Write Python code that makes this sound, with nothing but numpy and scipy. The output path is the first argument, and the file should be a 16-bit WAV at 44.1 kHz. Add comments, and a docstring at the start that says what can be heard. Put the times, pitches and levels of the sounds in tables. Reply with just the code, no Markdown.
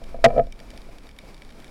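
"""Under open sea water, a piece of fishing gear knocks hard against a rig and overloads the microphone
that the rig carries. The gear rubs along, bumps again more softly and settles; impact and friction
excite the same normal modes. Water pushing past the housing rumbles and calms down, and small sharp
snaps, probably shrimp, crackle over a faint hiss, coloured by the resonances of the housing."""
import sys
import numpy as np
from scipy import signal
from scipy.fft import rfft, irfft
from scipy.io import wavfile
from scipy.ndimage import uniform_filter1d

SR = 44100
rng = np.random.default_rng(int(sys.argv[2]) if len(sys.argv) > 2 else 0)


def waveform_to_disk(signal):
    """Save audio, clipped to [-1, 1], as 16-bit WAV at the path in sys.argv[1]."""
    frames = np.transpose(np.atleast_2d(signal))
    scaled = np.clip(frames, -1, 1) * 32767
    samples = np.round(scaled).astype(np.int16)
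    wavfile.write(sys.argv[1], SR, samples)


N = 74970
TIME = np.arange(N) / SR

# Strength of the flow past the housing. Each row: time in seconds, rumble level in dB.
FLOW_LEVELS = [(0, -35.5), (0.12, -32), (0.3, -24.5), (0.45, -28.5), (0.58, -43), (0.9, -39.5), (1.2, -48),
               (1.45, -41.5), (1.7, -46)]
# Spectra of the rumble and the sea hiss. Each row: frequency in Hz, relative spectral density in dB.
RUMBLE_SPECTRUM = [(8, -19), (14, 5.5), (26, -3), (40, -8.5), (55, -12), (80, -32), (160, -30), (400, -37),
                   (2000, -100)]
HISS_SPECTRUM = [(60, 0), (120, 1), (240, 2.5), (350, -2), (550, -3.5), (800, -7), (1200, -11), (1950, -16),
                 (2330, -10.5), (2750, -19.5), (5300, -20.5), (6300, -26.5), (10000, -28), (15500, -36.5)]
# Friction of the gear along the rig. Each row: time in seconds, rubbing level in dB.
RUB_LEVELS = [(0.0, -53), (0.23, -61), (0.255, -22.5), (0.29, -30), (0.325, -34), (0.36, -25),
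              (0.395, -17.5), (0.43, -43), (0.48, -71), (1.7, -85)]
# Normal modes of the rig, then, from about 1.27 kHz up, the short modes of the gear itself. Each row: frequency
# in Hz, gain in dB, 60 dB decay time in seconds.
NORMAL_MODES = [(133.5, -18, 0.11), (236.7, -11, 0.064), (476.7, -6.5, 0.064), (519.3, -3.5, 0.096),
                (589.7, -10, 0.05), (681.5, 0.5, 0.084), (761.5, -10.5, 0.068), (989, -16, 0.049),
                (1268.6, -9.5, 0.025), (1731, -9.5, 0.019), (2030, -21.5, 0.016), (2332, -12.5, 0.057)]
# Blows of the gear on the rig. Each row: start in seconds, impulse in dB, contact corner frequency in Hz.
BLOWS = [(0.017, -36.5, 900), (0.1443, -23.5, 700), (0.188, -32, 600), (0.2418, -1.5, 5000),
         (0.2447, 5.5, 1300), (0.2612, -3, 700), (0.3045, -25, 3500), (0.354, -27, 600), (0.3795, -6, 550),
         (0.394, -8, 600), (0.4105, -21.5, 600), (0.469, -36.5, 600), (0.608, -41.5, 800),
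         (0.734, -38.5, 800), (0.766, -41.5, 600), (0.889, -37, 550), (1.237, -43, 900)]
# Nearby snaps in the water. Each row: start in seconds, level in dB ahead of the housing.
NEAR_SNAPS = [(0.0402, -35.5), (0.2841, -37.5), (0.304, -52), (0.381, -38), (0.5234, -31.5), (0.5914, -38),
              (0.6011, -34), (0.7041, -32.5), (0.7132, -42.5), (0.7617, -44), (0.7754, -31.5),
              (0.8172, -37.5), (0.984, -37), (1.0687, -40), (1.0904, -38), (1.1643, -43), (1.1871, -29),
              (1.3438, -37.5), (1.42, -35.5), (1.4486, -42.5), (1.504, -41), (1.5232, -43), (1.6013, -39.5),
              (1.6438, -34.5), (1.6678, -43)]
# Resonances of the housing. Each row: centre frequency in Hz, bandwidth in Hz, relative gain in dB.
HOUSING_RESONANCES = [(1743, 240, 1), (2295, 93, 8), (3070, 380, -1.5), (3730, 213, 1), (4640, 390, -2.5),
                      (5590, 250, -3), (6870, 740, -12.5), (10100, 1400, -14.5), (14000, 1900, -24)]

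HISS_DB, HISS_WAVER_DB = -51, 2.5
SLIPS_PER_S, SLIP_CORNER_HZ = 900, 810
FORCE_SPREAD_DB = 2.37   # from mode to mode and blow to blow
SNAP_T60_S, SNAP_TAIL_DB, SNAP_TAIL_T60_S = 0.011, -32, .04
FAR_SNAPS_PER_S, FAR_FLOOR_DB, FAR_SPREAD_DB = 100, -59, 5.5


def from_db(db):
    """Amplitude grows tenfold for every 20 dB."""
    return 10 ** (np.asarray(db) / 20)


def unit_rms(x):
    """Division by the root mean square gives unit power."""
    return x / np.sqrt(np.mean(x ** 2) + 1e-20)


def envelope(points):
    """Gain changes exponentially between (seconds, dB) points."""
    return from_db(np.interp(TIME, *np.transpose(points)))


def coloured_noise(spectrum):
    """Spectral shaping gives white noise a (Hz, dB) contour, at unit power."""
    hz, db = np.transpose(spectrum)
    bin_hz = np.maximum(np.arange(N // 2 + 1) * SR / N, 1)
    gains = from_db(np.interp(np.log(bin_hz), np.log(hz), db))
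    return unit_rms(irfft(rfft(rng.standard_normal(N)) * gains, N))


def low_pass(x, hz):
    """Two first-order lags in series smooth away changes faster than the corner frequency."""
    pole = np.exp(-2 * np.pi * hz / SR)
    return signal.lfilter([(1 - pole) ** 2], [1, -2 * pole, pole * pole], x + 1e-18)


def water():
    """Flow noise: water pushing past the housing rumbles, over the wavering ambient hiss of the sea."""
    rumble = coloured_noise(RUMBLE_SPECTRUM)
    running_power = uniform_filter1d(rumble ** 2, int(.08 * SR))
    even_rumble = rumble / np.sqrt(running_power)   # so that the flow alone sets the swells
    waver = unit_rms(low_pass(rng.standard_normal(N), hz=4.9))
    hiss = from_db(HISS_DB + HISS_WAVER_DB * waver) * coloured_noise(HISS_SPECTRUM)
    return envelope(FLOW_LEVELS) * even_rumble + hiss


def decay_per_sample(t60):
    """Exponential decay: this factor, applied each sample, loses 60 dB in t60 seconds."""
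    return np.exp(-np.log(1000) / (t60 * SR))


def ring(force, hz, t60):
    """A damped harmonic oscillator answers each impulse with a decaying sine."""
    radius, angle = decay_per_sample(t60), 2 * np.pi * hz / SR
    return signal.lfilter([0, np.sin(angle)], [1, -2 * radius * np.cos(angle), radius ** 2], force + 1e-18)


def rig_and_gear(forces):
    """Modal superposition, one force per mode; modes from the strongest upward oppose those below."""
    strongest_hz = max(NORMAL_MODES, key=lambda mode: mode[1])[0]
    return sum(from_db(db) * ring(force, hz, t60) * (1 if hz < strongest_hz else -1)
               for force, (hz, db, t60) in zip(forces, NORMAL_MODES))


def rubbing():
    """Stick-slip friction: dense little random slips drive all the modes of rig and gear."""
    slips = (rng.random(N) < SLIPS_PER_S / SR) * rng.standard_normal(N)
    friction = low_pass(slips, SLIP_CORNER_HZ)
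    return envelope(RUB_LEVELS) * unit_rms(rig_and_gear([friction] * len(NORMAL_MODES)))


def knocks():
    """Impact excitation: the harder the contact, the shorter the push and the brighter the ringing."""
    pushes = np.array([from_db(db) * low_pass(signal.unit_impulse(N, int(start * SR)), corner_hz)
                       for start, db, corner_hz in BLOWS])
    mode_shares = from_db(FORCE_SPREAD_DB * rng.standard_normal((len(BLOWS), len(NORMAL_MODES))))
    return rig_and_gear(mode_shares.T @ pushes)


def snaps():
    """Impulsive sources, near and far: each is a brief noise burst with a faint tail from scattering."""
    far_sizes = from_db(FAR_FLOOR_DB + FAR_SPREAD_DB * np.minimum(rng.exponential(1, N), 3))
    impulses = far_sizes * (rng.random(N) < FAR_SNAPS_PER_S / SR)
    for start, db in NEAR_SNAPS:
        impulses[int(start * SR)] += from_db(db)
    # incoherent bursts and tails add in power
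    power = sum(signal.lfilter([gain ** 2], [1, -decay_per_sample(t60) ** 2], impulses ** 2 + 1e-18)
                for gain, t60 in ((1, SNAP_T60_S), (from_db(SNAP_TAIL_DB), SNAP_TAIL_T60_S)))
    return np.sqrt(power) * rng.choice([-1, 1], N)


def resonance(x, hz, width_hz):
    """A second-order resonator passes a band, with unit gain at its peak."""
    radius, angle = np.exp(-np.pi * width_hz / SR), 2 * np.pi * hz / SR
    gain = (1 - radius ** 2) / 2
    return signal.lfilter([gain, 0, -gain], [1, -2 * radius * np.cos(angle), radius ** 2], x + 1e-18)


def housing(pressure):
    """Forced vibration: the housing passes sound through parallel resonances of alternating polarity."""
    return 2 * sum((-1) ** k * from_db(db) * resonance(pressure, hz, width_hz)
                   for k, (hz, width_hz, db) in enumerate(HOUSING_RESONANCES))


def scene():
    """Linear superposition: all the sounds add at one microphone inside the housing."""
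    return (knocks() + rubbing() + housing(snaps()) + water())[None]


def record(dry):
    """Saturation: the overloaded microphone flattens the loud knock; a low-pass cuts the top treble."""
    ceiling, knee_sharpness, cutoff_hz = 0.49, 11.5, 16000
    clipped = dry / (1 + np.abs(dry / ceiling) ** knee_sharpness) ** (1 / knee_sharpness)
    return signal.sosfilt(signal.ellip(10, .1, 80, cutoff_hz, fs=SR, output="sos"), clipped)


dry = scene()
out = record(dry)
waveform_to_disk(out)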